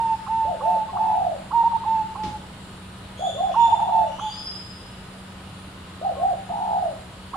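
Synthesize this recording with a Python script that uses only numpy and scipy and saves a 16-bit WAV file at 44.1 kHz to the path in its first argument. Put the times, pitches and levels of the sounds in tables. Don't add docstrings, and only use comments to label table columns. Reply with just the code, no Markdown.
import sys
import numpy as np
from scipy import signal
from scipy.fft import irfft
from scipy.io import wavfile
from scipy.ndimage import uniform_filter1d

SR = 44100
rng = np.random.default_rng(int(sys.argv[2]) if len(sys.argv) > 2 else 0)


def to_wav(s):
    ch = np.atleast_2d(s).T
    pcm = np.round(np.clip(ch, -1, 1) * 32767)
    wavfile.write(sys.argv[1], SR, pcm.astype(np.int16))


N = 324576

# f/Hz, coherence 0-1
MIC_COHERENCE = [(100, .99), (250, 0.95), (500, 0.71), (1000, 0.39), (2000, .2), (4000, 0.068),
                 (12000, 0.081)]
# t/s, top pitch of the hoots/Hz, hoot level/dB, growl level/dB
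ANSWERS = [(.45, 729.4, -24.5, -23), (3.193, 780.7, -21.5, -23.5), (6.013, 789.2, -21, -23.5)]
# t/s, length/s, top pitch/Hz, level/dB, level of the opening catch/dB
COOS = [ (-.055, 0.217, 914.3, -20.5, -30), (0.276, 0.229, 904, -22, -35), (.618, 0.218, 896.5, -21.5, -35),
        (.972, 0.19, 885, -21.5, -27.5), (1.521, 0.12, 941, -16, -30), (1.632, 0.054, 941.6, -13.5, -40),
        (1.728, 0.045, 936, -18, -37), (1.846, .19, 898, -20.5, -33), (2.163, .148, 870, -30, -31),
        (2.3, 0.077, 875, -34.5, -55), (3.55, 0.15, 938, -13.5, -29), (3.716, 0.033, 938.5, -13, -45),
        (3.803, 0.039, 913, -18.5, -37), (3.902, 0.15, 895, -18.5, -41.5), (4.199, 0.11, 872, -28.5, -32),
        (7.346, .2, 865, -21, -28.5), ]


def gain_of(db):
    return 10 ** (np.asarray(db) / 20)


def unit_rms(x):
    return x / np.sqrt(np.mean(x ** 2) + 1e-20)


def value_at(points, hz):
    f, value = np.transpose(points)
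    return np.interp(np.log(hz + 1), np.log(f + 1), value)


def curves(rows):
    s, *columns = np.transpose(rows)
    t = np.arange(s[0], s[-1], 1 / SR)
    return [t] + [np.interp(t, s, c) for c in columns]


def add(mix, s, sound):
    at = round(s * SR)
    part, sound = mix[max(at, 0):], sound[max(-at, 0):]
    part[:len(sound)] += sound[:len(part)]


def wander(size, hz):
    f = np.fft.rfftfreq(2 ** 19 if size > SR else 2 ** 16, 1 / SR)
    spectrum = rng.standard_normal(len(f)) + 1j * rng.standard_normal(len(f))
    return unit_rms(irfft(spectrum * np.exp(-(f / hz) ** 2)))[:size]


def fade(t, seconds):
    return np.sin(np.pi / 2 * np.clip(np.minimum(t - t[0], t[-1] - t) / seconds, 0, 1)) ** 2


def swell(t, attack_s, release_s):
    ramps = np.clip(np.minimum(t / attack_s, (t[-1] - t) / release_s), 0, 1)
    return np.sin(np.pi / 2 * ramps / ramps.max())


def tone(hz, harmonics=((1, 0),)):
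    phase = 2 * np.pi * np.cumsum(hz) / SR
    return np.sqrt(2) * sum(gain_of(db) * np.sin(multiple * phase) for multiple, db in harmonics)


def pan(x, left_db):
    return x * gain_of(np.array([[left_db], [-left_db]]) / 2)


def late_right(x, lag_s):
    t = np.arange(N) / SR
    return np.array([x[0], np.interp(t - lag_s, t, x[1])])


def diffuse_noise(colour, patchy_db):
    frames, hz = N // 512 + 5, np.fft.rfftfreq(2048, 1 / SR)
    a, b, c, d, patches = rng.standard_normal((5, frames, len(hz)))
    patches = uniform_filter1d(patches, size=16, axis=0)
    patches = unit_rms(uniform_filter1d(patches, size=30, axis=1))
    coherence, left = value_at(MIC_COHERENCE, hz), a + 1j * b
    right = coherence * left + np.sqrt(1 - coherence ** 2) * (c + 1j * d)
    bands = np.array([left, right]) * gain_of(value_at(colour, hz) + patchy_db * patches)
    return unit_rms(signal.istft(bands.swapaxes(1, 2), nperseg=2048, noverlap=1536)[1][:, :N])


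def garden(x):
    # f/Hz, t60/s
    decay_times = [(100, 0.2), (800, 0.58), (2500, 1.5), (5000, 1.09), (10000, 0.88), (15000, .5)]
    hz, t, bands = signal.stft(rng.standard_normal((2, SR)), SR, nperseg=256)
    coherence = value_at(MIC_COHERENCE, hz)[:, None]
    bands[1] = coherence * bands[0] + np.sqrt(1 - coherence ** 2) * bands[1]
    decay = gain_of(-60 * t / value_at(decay_times, hz)[:, None])
    tail = signal.istft(bands * decay, SR, nperseg=256)[1]
    return signal.fftconvolve(x[None], tail / np.linalg.norm(tail[0]), axes=1)[:, :N]


def walls(x, echoes):
    out = np.array([x, x])
    for left_s, right_s, db in echoes:
        add(out[0], left_s, gain_of(db) * x)
        add(out[1], right_s, gain_of(db) * x)
    return out


def microphone_hiss():
    # f/Hz, level/dB
    hiss = [(6400, -20), (7150, -6), (7550, -1), (8200, -14), (8700, -9.5), (9300, 1), (9900, -10.5),
            (11000, -32)]
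    return gain_of(-57.5) * diffuse_noise(hiss, patchy_db=2.3)


def town_ambience():
    # f/Hz, level/dB
    rumble = [(15, -36), (25, -16), (45, -5.5), (75, 2.5), (115, 0), (150, -2.5), (190, -3.5), (240, -9),
              (330, -10), (520, -16), (900, -46.5)]
    # f/Hz, level/dB
    air = [(300, -8), (600, 0), (1000, 0), (1300, 0), (1700, -3.5), (2300, -7), (2900, -5), (4000, -7),
           (4800, -12.5), (5700, -19), (8400, -22), (10500, -21.5), (12000, -29), (15500, -35.5)]
    return (gain_of(-43.5) * diffuse_noise(rumble, patchy_db=0.4)
            + gain_of(-45) * diffuse_noise(air, patchy_db=0.84))


def machine(drift=0.00401, throb=0.089):
    # f/Hz, level/dB
    hum = [(188.4, -46.5), (969.0, -63), (1260, -60.5), (1480, -64), (1825, -77.5), (2912, -64.5)]
    out = np.zeros(N)
    for hz, db in hum:
        strength = 1 + throb * wander(N, 13)
        out += gain_of(db) * strength * tone(hz * (1 + drift * wander(N, 5.3)))
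    return out


def bang(ring_s=0.051, tail_s=0.13, tail_db=-12):
    # t/s, level/dB
    blows = [(2.233, -30.5), (2.26, -37), (2.279, -39)]
    # f/Hz, level/dB
    colour = [(25, -9), (55, 0), (170, -1), (250, -7), (335, -2), (450, -17), (1500, -24), (3200, -19),
              (5500, -25), (9000, -39), (15000, -55)]
    power = np.zeros(N)
    t = np.arange(SR) / SR
    decay = np.exp(-2 * t / ring_s) + gain_of(2 * tail_db) * np.exp(-2 * t / tail_s)
    for s, db in blows:
        add(power, s, gain_of(2 * db) * decay * fade(t, 0.0036))
    return np.sqrt(power) * diffuse_noise(colour, patchy_db=1)


def far_coos(sag=0.015):
    # t/s, length/s, f/Hz, level/dB
    notes = [(0.878, 0.041, 1075, -29), (3.369, 0.048, 1075, -35.5), (3.421, 0.12, 1055, -46.5),
             (6.139, 0.11, 1078, -42)]
    out = np.zeros(N)
    for s, length, hz, db in notes:
        t = np.arange(0, length, 1 / SR)
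        sinking = 1 - sag * (t / length - .5)
        add(out, s, gain_of(db) * fade(t, 0.031) * tone(hz * sinking))
    return out


def far_bird(rasp_hz=260, slur_share=.35):
    # t/s, length/s, opening pitch/Hz, final pitch/Hz, level/dB, rasp as a share of the pitch
    calls = [ (0, 0.27, 5210, 5200, -64.5, 0.049), (3.17, 0.084, 3260, 3430, -44, 0.025),
             (3.235, 0.079, 3410, 3492, -38, 0.015), (3.51, .15, 2676, 2920, -47, 0.063),
             (3.595, 0.091, 3490, 3545, -38.5, 0.0076), (4.06, 0.152, 2855, 3000, -51, 0.025),
             (4.185, 0.12, 3070, 3500, -42, .038), (4.22, 0.14, 3109, 3130, -50, 0.0057), ]
    whistle = [(4.24, .075, 4670, 4700, -49, .002), (4.298, 0.091, 4620, 4990, -35, .003),
               (4.385, 0.108, 5014, 5050, -30, 0.0041), (4.51, 0.118, 4982, 5085, -38, 0.0039)]
    # multiple, level/dB
    call_harmonics = [(1, 2.5), (2, -8), (3, -21), (4, -40)]
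    # multiple, level/dB
    whistle_harmonics = [(1, -2), (2, -27.5), (3, -43)]
    out = np.zeros(N)
    for notes, harmonics in (calls, call_harmonics), (whistle, whistle_harmonics):
        for s, length, from_hz, to_hz, db, rasp in notes:
            t = np.arange(0, length, 1 / SR)
            hz = to_hz + (from_hz - to_hz) * np.exp(-t / (slur_share * length))
            hz *= 1 + rasp * wander(len(t), rasp_hz)
            add(out, s, gain_of(db) * swell(t, attack_s=0.011, release_s=0.023) * tone(hz, harmonics))
    return out


def pulsing(size, rate_hz, depth, unevenness):
    beat = 2 * np.pi * np.cumsum(rate_hz * (1 + unevenness * wander(size, 50.2))) / SR
    return np.sin(beat), 1 + depth * np.cos(beat)


def hoots(ripple_hz=58, pitch_swing=0.0048, jitter=0.0062):
    # t/s into the phrase, factor on the top pitch, level/dB
    quick_hoot = [(0, .74, -10), (0.027, .93, -10), (.037, 0.98, -1.5), (0.058, .99, -3), (0.085, .86, -3),
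                  (.1, 0.762, -11.5), (.114, 0.57, -21)]
    slow_hoot = [(.155, .66, -14), (.195, .85, -7), (0.23, .97, 3.5), (0.259, 1, -3.5), (0.289, .99, -6),
                 (.303, .92, 1), (.325, 0.693, -14.5)]
    out = np.zeros(N)
    for s, top_hz, level_db, _ in ANSWERS:
        for shape in quick_hoot, slow_hoot:
            t, arch, db = curves(shape)
            swing, strength = pulsing(len(t), ripple_hz, depth=0.51, unevenness=.15)
            hz = top_hz * arch * (1 + pitch_swing * swing + jitter * wander(len(t), 150))
            add(out, s + t[0], gain_of(level_db + db) * fade(t, 0.0019) * strength * tone(hz))
    return out


def growls(trill_hz=59, pitch_swing=0.13, rough=0.022, grain=0.11):
    # t/s into the phrase, f/Hz, level/dB, amount of trill 0-1
    course = [(.475, 795.3, -5, .95), (.59, 823.6, -2.5, 0.8), (.705, 800, -1.5, 1), (.765, 775, 0, 0.69),
              (.825, 703.6, 0, 0.52), (.875, 625, -6.5, .2), (.925, 519, -19, 0)]
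    out = np.zeros(N)
    t, course_hz, db, trill = curves(course)
    for s, _, _, level_db in ANSWERS:
        swing, strength = pulsing(len(t), trill_hz, depth=0.15 * trill, unevenness=.27)
        hz = course_hz * (1 + trill * (pitch_swing * swing + rough * wander(len(t), 200)))
        strength *= 1 + grain * trill * wander(len(t), 100)
        add(out, s + t[0], gain_of(level_db + db) * fade(t, .008) * strength * tone(hz))
    return out


def throat_catches(hz=1050, lead_s=0.00384, half_width_s=.0052, glide=.06, rough=.1, shimmer=0.33):
    out = np.zeros(N)
    u = np.arange(-3, 3, 1 / (half_width_s * SR))
    for s, _, _, _, db in COOS:
        pitch = hz * np.exp(glide * u + rough * wander(len(u), 300))
        envelope = np.exp(-abs(u) ** 3 / 4) * (1 + shimmer * wander(len(u), 240))
        add(out, s - lead_s + u[0] * half_width_s, gain_of(db) * envelope * tone(pitch))
    return out


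def caged_dove(scoop=0.2055, scoop_s=0.00787, jitter=0.0035, sag_db_per_s=12, round_above_db=-21):
    # multiple, level/dB
    harmonics = [(1, 0), (2, -37), (3, -36), (4, -42), (5, -47), (6, -49), (7, -49), (8, -52)]
    pitch_arch = [(0, .97), (.2, .993), (.35, 1), (.65, .985), (1, .968)]
    out = np.zeros(N)
    for s, length, top_hz, level_db, _ in COOS:
        t = np.arange(0, length, 1 / SR)
        db = level_db - sag_db_per_s * t
        arch = np.interp(np.linspace(0, 1, len(t)), *np.transpose(pitch_arch))
        rise = 1 - scoop * np.exp(-t / scoop_s)
        hz = top_hz * arch * rise * (1 + jitter * wander(len(t), 120))
        overtones = tone(hz, harmonics[1:]) * gain_of(-np.maximum(db - round_above_db, 0))
        add(out, s, gain_of(db) * swell(t, attack_s=0.051, release_s=0.022) * (tone(hz) + overtones))
    return out


def scene():
    # left delay/s, right delay/s, level/dB
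    cage_echoes = [(.0165, 0.015, -20.5), (.043, .0425, -22), (.082, 0.094, -26.5), (.108, 0.15, -26)]
    answer_echoes = [(.0140, 0.01145, -7.5), (.02665, .02335, -4.5), (.038, .0415, -17.5),
                     (.05365, .0537, -13.5), (.102, 0.12, -20.5)]
    caged = caged_dove() + throat_catches()
    second = hoots() + growls()
    bird, coos = far_bird(), far_coos()
    out = pan(walls(caged, cage_echoes), left_db=-5) + gain_of(-8) * garden(caged)
    answer = pan(gain_of(-1.5) * walls(second, answer_echoes), left_db=-0.5)
    out += late_right(answer + gain_of(-6.5) * garden(second), lag_s=0.00029)
    out += pan(gain_of(-7.5) * bird, left_db=7) + gain_of(-2) * garden(bird)
    out += gain_of(-3) * coos + gain_of(-9) * garden(coos)
    return out + town_ambience() + microphone_hiss() + gain_of(-.5) * machine() + bang()


def record(dry):
    lowpass = signal.firwin(511, cutoff=15720, window=("kaiser", 9), fs=SR)
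    return signal.oaconvolve(dry, lowpass[None], "same")


dry = scene()
out = record(dry)
to_wav(out)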